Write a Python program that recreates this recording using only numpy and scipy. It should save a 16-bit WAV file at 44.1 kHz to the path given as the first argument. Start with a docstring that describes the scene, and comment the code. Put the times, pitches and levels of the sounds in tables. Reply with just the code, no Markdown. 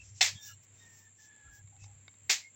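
"""Outdoors on stony ground, a hand hoe close by chops twice into soil and roots.
Each chop is a few hard knocks on stones, a short damped ring of the steel blade, a dull thud and a
crunch that dies as the blade stops. Loose soil trickles, and the hoe bumps in the hands and ticks as
it is lifted. Behind it sit faint squeaks, a distant bird, high insects and an uneven low rumble."""
import sys
import numpy as np
from scipy import signal
from scipy.fft import rfft, irfft, next_fast_len
from scipy.io import wavfile

SR = 44100
rng = np.random.default_rng(int(sys.argv[2]) if len(sys.argv) > 2 else 0)


def int16_out(signal):
    """Quantize to a 16-bit WAV file."""
    q = np.round(np.clip(np.atleast_2d(signal).T, -1, 1) * 32767)
    wavfile.write(sys.argv[1], SR, q.astype(np.int16))


N = 112454


def amp(db):
    """Decibels to gain."""
    return 10 ** (np.asarray(db) / 20)


def unit(x):
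    """Scale to rms 1."""
    return x / np.sqrt(np.mean(x ** 2) + 1e-20)


def clock(start=0):
    """Seconds since start, zero before it."""
    return np.maximum(np.arange(N) / SR - start, 0)


def noise():
    """White noise."""
    return rng.standard_normal(N)


def wobble(rate):
    """A random curve through rate points a second."""
    knots = rng.standard_normal(N // 50)
    return np.interp(clock() * rate, np.arange(len(knots)), knots)


def filtered(x, response):
    """EQ x by a gain that is a function of Hz."""
    size = next_fast_len(N + 8192)
    return irfft(rfft(x, size) * response(np.fft.rfftfreq(size, 1 / SR) + 1), size)[:N]


def coloured(x, points, extra=lambda hz: 0):
    """EQ x by (Hz, dB) points plus an extra dB curve, then scale to rms 1."""
    freqs, db = np.transpose(points)
    return unit(filtered(x, lambda hz: amp(np.interp(np.log(hz), np.log(freqs), db) + extra(hz))))


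def fade(t, t60):
    """A decay that loses 60 dB in t60 seconds."""
    return np.exp(-np.log(1000) * t / t60)


def strike(t, rise, t60, hold=0):
    """Attack, hold and release, in seconds."""
    return (1 - np.exp(-t / rise)) * fade(np.maximum(t - hold, 0), t60)


def swell(peak, width):
    """A bell-shaped rise and fall around the peak time."""
    return np.exp(-.5 * ((clock() - peak) / width) ** 2)


# The rumble's fader moves. Each row: time in seconds, relative level in dB.
RUMBLE_FADER = [(0.0, -64), (0.16, -52.5), (0.21, -64), (0.36, -52.5), (0.4, -74.5), (0.55, -58.5),
                (0.67, -70), (0.73, -63.5), (1.37, -75), (1.52, -60), (1.57, -70), (1.62, -55), (1.76, -65),
                (1.82, -50.5), (2.16, -73), (2.26, -58), (2.33, -74), (2.55, -75.5)]
# The rumble's tone. Each row: frequency in Hz, gain in dB.
RUMBLE_EQ = [(20, -15), (45, -41), (65, -5), (82, -13), (100, -2), (125, -4.5), (160, -16), (260, -39.5),
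             (600, -79.5)]

def rumble(hum_hz=98.9):
    """Low noise and a wavering hum surge and sink together."""
    t = clock()
    hum = np.sqrt(2) * np.sin(2 * np.pi * hum_hz * t + .48 * wobble(4))
    fader = amp(np.interp(t, *np.transpose(RUMBLE_FADER)))
    return fader * (amp(-5) * coloured(noise(), RUMBLE_EQ) + amp(-.5) * hum)


# The tone of the open air. Each row: frequency in Hz, gain in dB.
AIR_EQ = [(30, -5.5), (200, 12), (350, 5), (800, 1), (1300, -1), (2200, 4.5), (4000, -3.5), (6500, -15),
          (8200, -15.5), (9500, -42.5), (15500, -25)]

def air():
    """Still air: a faint bed of noise that drifts in level."""
    return amp(-70.5 + 2.1 * wobble(6)) * coloured(noise(), AIR_EQ)


# The insects' narrow band. Each row: frequency in Hz, gain in dB.
INSECT_EQ = [(4000, -54), (6200, 0), (7000, 14), (7450, 26.5), (7700, 17), (8000, -42.5), (8800, -19)]

def insects():
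    """Insects blend into one high, slightly shimmering hiss."""
    return amp(-62.5 + .49 * wobble(42)) * coloured(noise(), INSECT_EQ)


# Faint squeaks and chirps. Each row: peak time and width in seconds, level in dB, pitch in Hz.
SQUEAK_CUES = [(.01, .012, -49, 2640), (.375, 0.017, -56, 3310), (.40, 0.063, -58.5, 3625),
               (.47, 0.036, -55, 5644), (.51, 0.02, -57, 2890), (.51, 0.013, -60.5, 1377),
               (.525, .018, -67, 4190), (0.818, 0.022, -65.5, 3673), (1.75, 0.019, -69, 794),
               (1.827, 0.024, -64.5, 2606), (1.472, .02, -69.5, 1382), (1.88, 0.034, -70.5, 808),
               (2.453, .024, -55, 2140)]

def squeaks(half_width_hz=43):
    """Brief, thin whistles of narrow-band noise."""
    out = np.zeros(N)
    for peak, width, db, pitch in SQUEAK_CUES:
        whistle = filtered(noise(), lambda hz: 1 / (1 + ((hz - pitch) / half_width_hz) ** 2))
        out += amp(db) * swell(peak, width) * unit(whistle)
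    return out


# Handling bumps. Each row: peak time and width in seconds, level in dB, centre in Hz.
BUMP_CUES = [(.05, 0.04, -62, 64), (0.353, 0.014, -56, 144), (1.49, 0.033, -58, 66),
             (1.841, 0.018, -64.5, 70)]

def bumps(width_octaves=.35):
    """Handling the hoe makes soft, low bumps around the strokes."""
    out = np.zeros(N)
    for peak, width, db, centre in BUMP_CUES:
        band = filtered(noise(), lambda hz: np.exp(-.5 * (np.log2(hz / centre) / width_octaves) ** 2))
        out += amp(db) * swell(peak, width) * unit(band)
    return out


# Spills of soil. Each row: peak time and width in seconds, level in dB, top-end boost or cut in dB.
SPILL_CUES = [(0.063, 0.047, -62, -17), (0.187, 0.022, -54.5, -23), (.36, 0.016, -58.5, -10),
              (0.468, 0.034, -50.5, 11), (.64, 0.0094, -66.5, 10), (0.821, 0.047, -66.5, 4),
              (.98, .045, -63.5, 10), (1.233, 0.032, -61.5, 2), (1.555, 0.023, -63, 11.5),
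              (1.838, .022, -59, -17)]
# The rustle's tone. Each row: frequency in Hz, gain in dB.
SPILL_EQ = [(300, -16.5), (700, -14.5), (1200, -15.5), (2500, -1), (3600, -0.5), (4500, 1.5), (5700, 12.5),
            (7500, 12.5), (8400, -10.5), (9500, -28.5), (12000, -22.5), (15500, -2)]

def spills(flutter_db=1.5, crossover_hz=9000):
    """Loose soil and leaves rustle in soft, uneven swells."""
    hiss = coloured(noise(), SPILL_EQ) * amp(flutter_db * wobble(120))
    top = filtered(hiss, lambda hz: hz > crossover_hz)
    body = hiss - top
    return sum(amp(db) * swell(peak, width) * (body + amp(top_db) * top)
               for peak, width, db, top_db in SPILL_CUES)


def grit(grains_per_s=4000, spread_db=3, grain_share=.55):
    """Tiny fractures of uneven size crackle over the hiss of fine soil."""
    size = amp(spread_db * np.minimum(rng.exponential(size=N), 3))
    grains = (rng.random(N) < grains_per_s / SR) * size * np.sign(noise())
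    return np.sqrt(grain_share) * unit(grains) + np.sqrt(1 - grain_share) * noise()


# The chops. Each row: start in seconds, crunch level in dB, attack, slide and 60 dB release
# in seconds, crunch tilt in dB per octave, thud level in dB.
CHOP_CUES = [(.208, -23, 0.0084, 0.067, 0.18, 0.9, -35.5), (2.2942, -22, 0.0049, 0.025, 0.2, 1.6, -43)]
# The tones of the crunch, the finest grit and the ground's thud. Each row: frequency in Hz, gain in dB.
CRUNCH_EQ = [(100, -51.5), (300, -28.5), (700, -13), (1100, -13), (1450, -13.5), (1800, -3), (2300, -0.5),
             (3100, -5), (4200, -2), (5800, -3.5), (7500, -3), (8200, -17), (9200, -34), (12000, -35.5),
             (15500, -23.5)]
FIZZ_EQ = [(5000, -32.5), (8300, 8), (9300, 0), (11500, -12), (13500, 4.5), (15500, 0.5)]
THUD_EQ = [(60, -52), (250, -21), (420, -1.5), (520, -15), (720, 9), (1100, -14.5), (2000, 3.5),
           (6000, -68)]

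def crunch(slowing_db_per_s=126, fizz_db=-19):
    """The blade slides through soil and stops; fine grit fizzes while it is fast, the ground thuds."""
    out = np.zeros(N)
    for start, db, rise, slide, t60, tilt, thud_db in CHOP_CUES:
        t = clock(start)
        speed = amp(-slowing_db_per_s * np.minimum(t, slide)) * strike(t, rise, t60, hold=slide)
        fizz_envelope = speed.max() * (speed / speed.max()) ** 2.7  # dies sooner than the crunch
        out += amp(db) * speed * coloured(grit(), CRUNCH_EQ, lambda hz: tilt * np.log2(hz))
        out += amp(db + fizz_db) * fizz_envelope * coloured(noise(), FIZZ_EQ)
        out += amp(thud_db) * strike(t, rise=.003, t60=.15) * coloured(noise(), THUD_EQ)
    return out


# Modes of the steel blade on its handle. Each row: frequency in Hz, 60 dB decay in seconds,
# relative level in dB for the first chop and for the second.
BLADE_MODES = [(420, .12, -53, -45), (760, .08, -32, -46), (1963, .11, -28, -39), (2090, .12, -24, -31),
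               (2150, .12, -38, -29), (2410, .2, -36, -35), (2635, .11, -27, -39), (3546, .11, -26, -42),
               (3615, .15, -31, -40), (4220, .12, -27, -36), (5165, .14, -31, -43), (5252, .15, -28, -42),
               (5855, .16, -37, -32), (6890, .14, -36, -28), (7522, .16, -34, -39)]

def blade_ring(waver_radians=.4):
    """The steel rings at each chop and the soil quickly damps it."""
    out = np.zeros(N)
    for chop, (start, *_) in enumerate(CHOP_CUES):
        t = clock(start)
        for hz, t60, *chop_db in BLADE_MODES:
            tone = np.sin(2 * np.pi * hz * t + waver_radians * wobble(150))
            out += amp(chop_db[chop]) * strike(t, rise=.003, t60=t60) * tone
    return out


# Hits on stones and roots. Each row: start in seconds, relative level in dB,
# 60 dB decay in seconds, centre in Hz.
KNOCK_CUES = [(.2083, -23, .016, 1700), (.2099, -13.5, .021, 2000), (.2145, -11.5, .018, 5000),
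              (.2243, -25, .015, 1900), (.2268, -16, .025, 4800), (.2315, -23, .016, 1900),
              (2.2985, -11, .007, 2500), (2.3013, -18, .02, 2100), (2.3087, -23, .024, 4500),
              (2.317, -21, .008, 6000)]

def knocks(width_octaves=1.1, low_cut_hz=540):
    """The blade meets stones and roots: short, hard cracks, each focused on its own band."""
    out = np.zeros(N)
    for start, db, t60, centre in KNOCK_CUES:
        focus_db = lambda hz: -10 * np.log10(1 + (2 * np.log2(hz / centre) / width_octaves) ** 2)
        crack = coloured(noise(), CRUNCH_EQ, focus_db)
        out += amp(db) * strike(clock(start), rise=.0003, t60=t60) * crack
    low_cut = signal.butter(2, low_cut_hz, "high", fs=SR, output="sos")
    return signal.sosfilt(low_cut, out)


# The bird's notes. Each row: start and length in seconds, first and last pitch in Hz, level in dB.
BIRD_NOTES = [(.34, 0.2, 1745, 1649, -61.5), (0.798, 0.3, 1867, 1770, -64),
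              (1.18, 0.248, 1747, 1704, -61.5), (1.413, 0.207, 1678, 1664, -61)]
# The bird's timbre. Each row: multiple of the pitch, relative level in dB.
BIRD_PARTIALS = [(.5, -18), (1, 0), (2, -19)]

def bird(edge_s=.011, flutter_db=3.2):
    """A bird draws out thin, falling notes, blurred by distance."""
    out = np.zeros(N)
    for start, length, first_hz, last_hz, db in BIRD_NOTES:
        t = clock(start)
        pitch = np.interp(t, [0, length], [first_hz, last_hz])
        phase = 2 * np.pi * np.cumsum(pitch) / SR
        gate = np.clip(np.minimum(t, length - t) / edge_s, 0, 1)
        for multiple, partial_db in BIRD_PARTIALS:
            gain = amp(db + partial_db + flutter_db * wobble(45.66))
            blur = wobble(130)
            out += gate * gain * np.sin(multiple * phase + blur)
    return out


# The hoe's ticks. Each row: start in seconds, relative level in dB.
TICK_CUES = [(1.676, -58), (1.765, -61), (1.842, -49), (2.0805, -40), (2.141, -56)]
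# A tick's ring. Each row: frequency in Hz, relative level in dB, 60 dB decay in seconds.
TICK_RING = [(1120, -6, 0.018), (2216, -2, 0.036), (3745, -0.5, 0.024), (4630, -12, 0.019)]
# The tone of a tick's crack. Each row: frequency in Hz, gain in dB.
TICK_EQ = [(300, -32), (900, 0), (4500, -3), (6500, -28), (12000, -60)]

def ticks():
    """Light contacts as the hoe is lifted, each a tiny crack with a short ring."""
    out = np.zeros(N)
    for start, db in TICK_CUES:
        t = clock(start)
        ring = sum(amp(mode_db) * fade(t, t60) * np.sin(2 * np.pi * hz * t)
                   for hz, mode_db, t60 in TICK_RING)
        crack = amp(-1) * (t > 0) * fade(t, t60=.015) * coloured(noise(), TICK_EQ)
        out += amp(db) * (ring + crack) / 2
    return out


def scene():
    """The mono mix: the hoe up front, the outdoor ambience well behind."""
    hoe = crunch() + amp(-1.5) * knocks() + amp(1.5) * blade_ring() + ticks() + bumps()
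    return (hoe + spills() + squeaks() + bird() + rumble() + air() + insects())[None]


def record(dry):
    """A brick-wall high cut takes off the very top."""
    return filtered(dry[0], lambda hz: hz < 15900)[None]


dry = scene()
out = record(dry)
int16_out(out)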